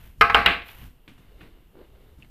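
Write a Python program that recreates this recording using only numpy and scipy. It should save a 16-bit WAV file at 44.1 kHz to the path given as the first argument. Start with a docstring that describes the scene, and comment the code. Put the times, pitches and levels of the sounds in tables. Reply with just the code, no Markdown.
"""At a desk in a small room, a claw hammer is laid down on a wooden board. Head, claw and handle land
in three sharp knocks with light rocking between. Each landing rings the board and thuds the desk, the
hard ones ring the hammer too, and the wall sends back a quick echo. Then two hands slide a phone off
the board and turn it over, with faint rubs and taps. A low room rumble runs underneath."""
import sys
import numpy as np
from scipy import signal
from scipy.fft import rfft, irfft, next_fast_len
from scipy.io import wavfile
from scipy.ndimage import uniform_filter1d, minimum_filter1d

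SR = 44100
rng = np.random.default_rng(int(sys.argv[2]) if len(sys.argv) > 2 else 0)


def digitize_waveform(pressure):
    """Quantize a signal to 16-bit integers and store it at the path in sys.argv[1].

    Rows of a 2-D input are taken as channels; values are limited to [-1, 1].
    """
    field = np.atleast_2d(pressure).T
    bounded = np.clip(field, -1, 1)
    quanta = np.round(bounded * 32767).astype(np.int16)
    wavfile.write(sys.argv[1], SR, quanta)


N = 101429
TIME = np.arange(N) / SR
ROOM_FADE_S, TOUCH_RISE_S = 0.32, 0.00033  # every fade time is the time to fall by 60 dB


def from_db(db):
    """Turn decibels into a number to multiply by."""
    return 10 ** (np.asarray(db) / 20)


def unit_power(x):
    """Scale a sound so that its average power is one."""
    return x / np.sqrt(np.mean(x ** 2) + 1e-20)


def noise(spectrum, colour=np.zeros_like):
    """Noise shaped by (pitch_hz, level_db) rows, brought to power one, then tinted by a colour in dB."""
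    hz, db = np.transpose(spectrum)
    size = next_fast_len(N)
    bins_hz = np.maximum(np.fft.rfftfreq(size, 1 / SR), 1)
    shape = unit_power(from_db(np.interp(np.log(bins_hz), np.log(hz), db)))
    gain = shape * from_db(colour(bins_hz))
    return irfft(rfft(rng.standard_normal(size)) * gain, size)[:N]


def decay(fade_s):
    """Die away by 60 dB every fade_s seconds."""
    return np.exp(-np.minimum(np.log(1000) * TIME / fade_s, 40))


def rise(seconds):
    """Build up smoothly from zero to one."""
    return 1 - np.exp(-TIME / seconds)


def stroke(middle_s, half_length_s):
    """A movement swells to its middle and fades again."""
    return np.exp(-((TIME - middle_s) / half_length_s) ** 2 / np.sqrt(2))


def struck_tone(hz, fade_s):
    """One pure tone of a struck object, dying away."""
    return np.sin(2 * np.pi * hz * TIME) * decay(fade_s)


def at(start_s, x):
    """Delay a sound to its starting time."""
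    return np.concatenate([np.zeros(max(int(start_s * SR), 0)), x])[:N]


def low_pass(x, hz):
    """Dull a sound by turning down what lies above hz."""
    return signal.sosfilt(signal.butter(2, min(hz, SR / 2 - 1), fs=SR, output="sos"), x)


def resonant(x, hz, width_hz):
    """Keep a narrow band around one pitch, brought to power one."""
    return unit_power(signal.lfilter(*signal.iirpeak(hz, hz / width_hz, fs=SR), x))


def room_background():
    """Steady room noise and a low rumble that swells and sinks."""
    # tone of the steady noise: pitch_hz, level_db
    steady_spectrum = [(25, 5), (60, -10.5), (100, -12), (200, -13.5), (350, -16), (410, -20.5), (470, -16),
                       (560, -24.5), (800, -24), (2400, -32.5), (2850, -24.5), (3300, -31.5), (6000, -47),
                       (11000, -39), (13500, -32.5)]
    # tone of the rumble: pitch_hz, level_db
    rumble_spectrum = [(12, -19.5), (20, -9.5), (30, 1), (58, -3), (90, -10), (200, -19), (600, -49.5)]
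    # loudness of the rumble: time_s, level_db
    rumble_levels = [(0.0, -49), (0.06, -44), (0.16, -53), (0.24, -30.5), (0.28, -51), (0.33, -35),
                     (0.72, -56.5), (0.85, -40.5), (1.0, -62), (1.41, -50), (1.57, -56.5), (2.3, -51)]
    rumble_gain = from_db(np.interp(TIME, *np.transpose(rumble_levels)))
    return from_db(-56) * noise(steady_spectrum) + rumble_gain * noise(rumble_spectrum)


def slides_and_rubs():
    """Grainy friction: things slide on wood, and skin rubs the phone, which sounds hollow in the grip."""
    # slides over the wood: middle_s, half_length_s, level_db
    slides = [(0.025, 0.08, -53.5), (0.694, .03, -47.5), (0.793, 0.0705, -49.5)]
    # tone of sliding: pitch_hz, level_db
    slide_spectrum = [(100, 1.5), (400, 1.5), (1300, 4), (2900, 5), (5000, -10), (8000, -14.5),
                      (11000, -5.5), (14000, 1.5)]
    # skin rubbing the phone: middle_s, half_length_s, level_db, grip_pitch_hz, grip_db
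    rubs = [(1.244, 0.074, -67, 257, -81), (1.34, 0.042, -74.5, 430, -60), (1.438, .04, -59.5, 306, -52.5),
            (1.561, 0.082, -69.5, 330, -62), (1.791, 0.036, -72, 390, -50), (1.844, 0.03, -68, 343, -60.5),
            (2.02, .12, -70, 410, -60), (2.233, .03, -65, 308, -71)]
    # tone of rubbing: pitch_hz, level_db
    rub_spectrum = [(200, 2.5), (900, 1.5), (1600, 3.5), (2800, -4.5), (4500, -8), (7000, -32),
                    (14000, -14)]
    # the phone's case rings under the skin: pitch_hz, level_db
    case_tones = [(2130, -6.5), (2850, -7), (3550, -9.5)]
    flutter = unit_power(low_pass(rng.standard_normal(N), hz=148))
    grain = unit_power(from_db(2.5 * flutter))  # fast level changes sound rough
    out = noise(slide_spectrum) * sum(from_db(db) * stroke(s, half_s) for s, half_s, db in slides)
    friction = noise(rub_spectrum)
    case_ring = sum(from_db(db) * resonant(friction, hz, width_hz=200) for hz, db in case_tones)
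    skin = noise(rub_spectrum) + case_ring
    for middle_s, half_s, db, grip_hz, grip_db in rubs:
        hollow = from_db(grip_db) * resonant(friction, grip_hz, width_hz=93)
        out += stroke(middle_s, half_s) * (from_db(db) * skin + hollow)
    return out * grain


def finger_taps():
    """Fingers and phone touch lightly: each tap is a tick that lingers in the room, plus a soft bump."""
    # light touches: start_s, tick_db, brightness_hz, bump_db
    taps = [(0.619, -43, 5000, -59), (0.687, -44.5, 11000, -79), (0.814, -53.5, 7000, -50),
            (1.078, -48.5, 9100, -46.5), (1.178, -62, 3500, -51.5), (1.409, -47, 2500, -50.5),
            (2.183, -77, 1980, -52)]
    # tone of the tick: pitch_hz, level_db
    tick_spectrum = [(200, -10), (600, 6), (1500, 13), (2900, 17), (4500, 3), (7000, -23), (14000, -32)]
    # tone of the low bump: pitch_hz, level_db
    bump_spectrum = [(50, -4), (120, 7.5), (200, 2), (280, 2.5), (450, -16), (900, -17), (3000, -31)]
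    tick_fade = decay(0.027) + from_db(-4.5) * decay(ROOM_FADE_S)
    out = np.zeros(N)
    for start_s, tick_db, brightness_hz, bump_db in taps:
        tick = from_db(tick_db) * low_pass(noise(tick_spectrum), brightness_hz) * tick_fade
        bump = from_db(bump_db) * noise(bump_spectrum) * decay(0.39)
        out += at(start_s, (tick + bump) * rise(TOUCH_RISE_S))
    return out


def case_creaks():
    """The phone's case slips twice, each time with a tiny high ring."""
    # slips of the case: start_s, level_db
    slips = [(2.224, -34), (2.2296, -37)]
    creak = struck_tone(hz=2700, fade_s=0.01) * rise(TOUCH_RISE_S)
    return sum(at(start_s, from_db(db) * creak) for start_s, db in slips)


def board_tone(hz):
    """One tone of the struck board, wavering at random as if close tones were beating with it."""
    fade_s = 0.33 * (1000 / hz) ** 0.15  # higher tones die sooner
    waver_depth, waver_hz = 0.2, 20
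    step_times = np.arange(0, N / SR, 1 / (2 * waver_hz))
    steps = waver_depth * rng.standard_normal((2, len(step_times)))
    swell, phase = (np.interp(TIME, step_times, row) for row in steps)
    strength = from_db(-1.5 * rng.standard_normal())  # a little different at each blow
    return strength * (1 + swell) * np.sin(2 * np.pi * hz * TIME + phase) * decay(fade_s)


def board_knocks():
    """Each landing of the hammer rings the board and thuds the desk, and the room rings on."""
    # landings: start_s, level_db (all but the thud), rise_s, low_db, middle_db, treble_db, top_db,
    # ring_db, thud_db, room_db
    landings = [(0.2102, 6, .0015, -1, 3, -11, 0.5, -3, -35.5, -4),
                (0.297, -2.5, .002, 1, 2.5, -12, -5.5, -6, -38, -6.5),
                (0.3455, 2.5, .0007, 1, 4, -10, -4.5, -2, -34, 5),
                (0.4509, -14, .002, 0, 5, -12.5, -19.5, -3.5, -50.5, -2),
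                (0.4605, 3.5, 0.00087, -1, -2.5, -3, -13, -1.5, -29.5, 5)]
    # where a landing's low, middle, unchanged, treble and top ranges lie: pitch_hz
    ranges_hz = [500, 1300, 2200, 3400, 5500]
    # ringing tones of board and desk: pitch_hz
    board_pitches = [410, 474, 689, 820, 1084, 1106, 1150, 1187, 1302, 1528, 1572, 1625, 1695, 2005, 2083,
                     2170, 2263, 2446, 2618, 2762, 2902, 3080]
    # strength of each of those tones: level_db
    board_levels = [-35.5, -30, -29.5, -26.5, -23.5, -25.5, -27, -27.5, -23, -23, -27.5, -24.5, -31.5, -29,
                    -28, -33, -28.5, -26.5, -27, -29.5, -29, -30.5]
    # the wood's crowded, short-lived tones, heard as noise: pitch_hz, level_db
    wood_spectrum = [(100, -19), (350, -16), (700, -6), (1300, 1), (2200, 1.5), (3100, -2), (4000, -6.5),
                     (5500, -24), (8000, -38)]
    # low tones of the desk: pitch_hz, level_db, fade_s
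    desk_tones = [(61, 3, 0.38), (173, -4, 0.18), (232, -2, 0.1)]
    # sound that lingers in the room: pitch_hz, level_db
    room_spectrum = [(80, -16), (200, -7.5), (330, -10.5), (550, -11.5), (750, -8), (950, -12.5),
                     (1200, -7), (1600, -3.5), (1800, -5), (2600, -1.5), (3300, -8), (4000, -8),
                     (5000, -20.5), (6500, -41.5), (9000, -40.5)]
    # the high hiss in that lingering sound: pitch_hz, level_db
    air_spectrum = [(5000, -7), (7000, -6), (9000, -3), (11000, -13.5), (13500, -1)]
    out = np.zeros(N)
    for start_s, db, rise_s, low_db, middle_db, treble_db, top_db, ring_db, thud_db, room_db in landings:
        def colour(hz):
            """How many dB this landing adds or takes away at a pitch."""
            return np.interp(np.log(hz), np.log(ranges_hz), [low_db, middle_db, 0, treble_db, top_db])
        ring = sum(from_db(ring_db + tone_db + colour(hz)) * board_tone(hz)
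                   for hz, tone_db in zip(board_pitches, board_levels))
        wood = from_db(-8.5) * noise(wood_spectrum, colour) * decay(0.05)
        room = from_db(-20.5) * noise(room_spectrum, colour) + from_db(-49) * noise(air_spectrum)
        tail = from_db(room_db) * room * rise(0.023) * decay(ROOM_FADE_S)
        thud = sum(from_db(thud_db + tone_db) * struck_tone(hz, fade_s)
                   for hz, tone_db, fade_s in desk_tones)
        knock = (ring + wood) * rise(rise_s) + tail
        out += at(start_s, from_db(db) * knock + thud)
    return out


def hammer_clacks():
    """In the three hard knocks the hammer itself rings briefly, with a snap of noise."""
    # hard knocks: start_s, snap_db, snap_fade_s
    hard_knocks = [(0.2108, -26.5, 0.039), (0.3456, -30.5, 0.031), (0.4607, -21.5, 0.018)]
    # tones of steel head and handle in each hard knock: pitch_hz, fade_s, first_db, second_db, third_db
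    hammer_tones = [(452, .07, -13, -18.5, -33), (1236.4, 0.1, -4.5, -11.5, -48.5),
                    (2090, .07, -10, -30, -16.5), (2870, 0.021, -28, -5, 0.5), (3050, 0.023, -8, -2, -26),
                    (3890, .025, -19, -42.5, -9), (5060, .05, -44.5, -30, -33),
                    (5350, .045, -24.5, -39, -46), (7400, 0.015, -49.5, -32, -31),
                    (12300, 0.006, -37, -51, -18.5), (13430, .035, -31, -37.5, -45)]
    out = np.zeros(N)
    for k, (start_s, snap_db, snap_fade_s) in enumerate(hard_knocks):
        ring = sum(from_db(levels[k]) * struck_tone(hz, fade_s) for hz, fade_s, *levels in hammer_tones)
        snap = from_db(snap_db) * rng.standard_normal(N) * decay(snap_fade_s)
        out += at(start_s, (ring + snap) * rise(0.00043))
    return out


def scene():
    """Everything heard close up in one channel; the knocks bounce once off the wall behind the desk."""
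    hammer = board_knocks() + hammer_clacks()
    echo = from_db(-10.5) * at(0.0112, low_pass(hammer, hz=1700))
    phone = finger_taps() + case_creaks() + slides_and_rubs()
    return (hammer + echo + phone + room_background())[None]


def record(dry):
    """A fast limiter turns down the loudest peaks, then the highest treble is cut."""
    ceiling, window_s, cutoff_hz = 0.97, 0.002, 14350
    window = int(window_s * SR)
    needed_gain = ceiling / np.maximum(np.abs(dry), ceiling)
    smooth_gain = uniform_filter1d(minimum_filter1d(needed_gain, window), window)
    treble_cut = signal.ellip(12, 0.1, 90, cutoff_hz, fs=SR, output="sos")
    return signal.sosfilt(treble_cut, dry * smooth_gain)


dry = scene()
out = record(dry)
digitize_waveform(out)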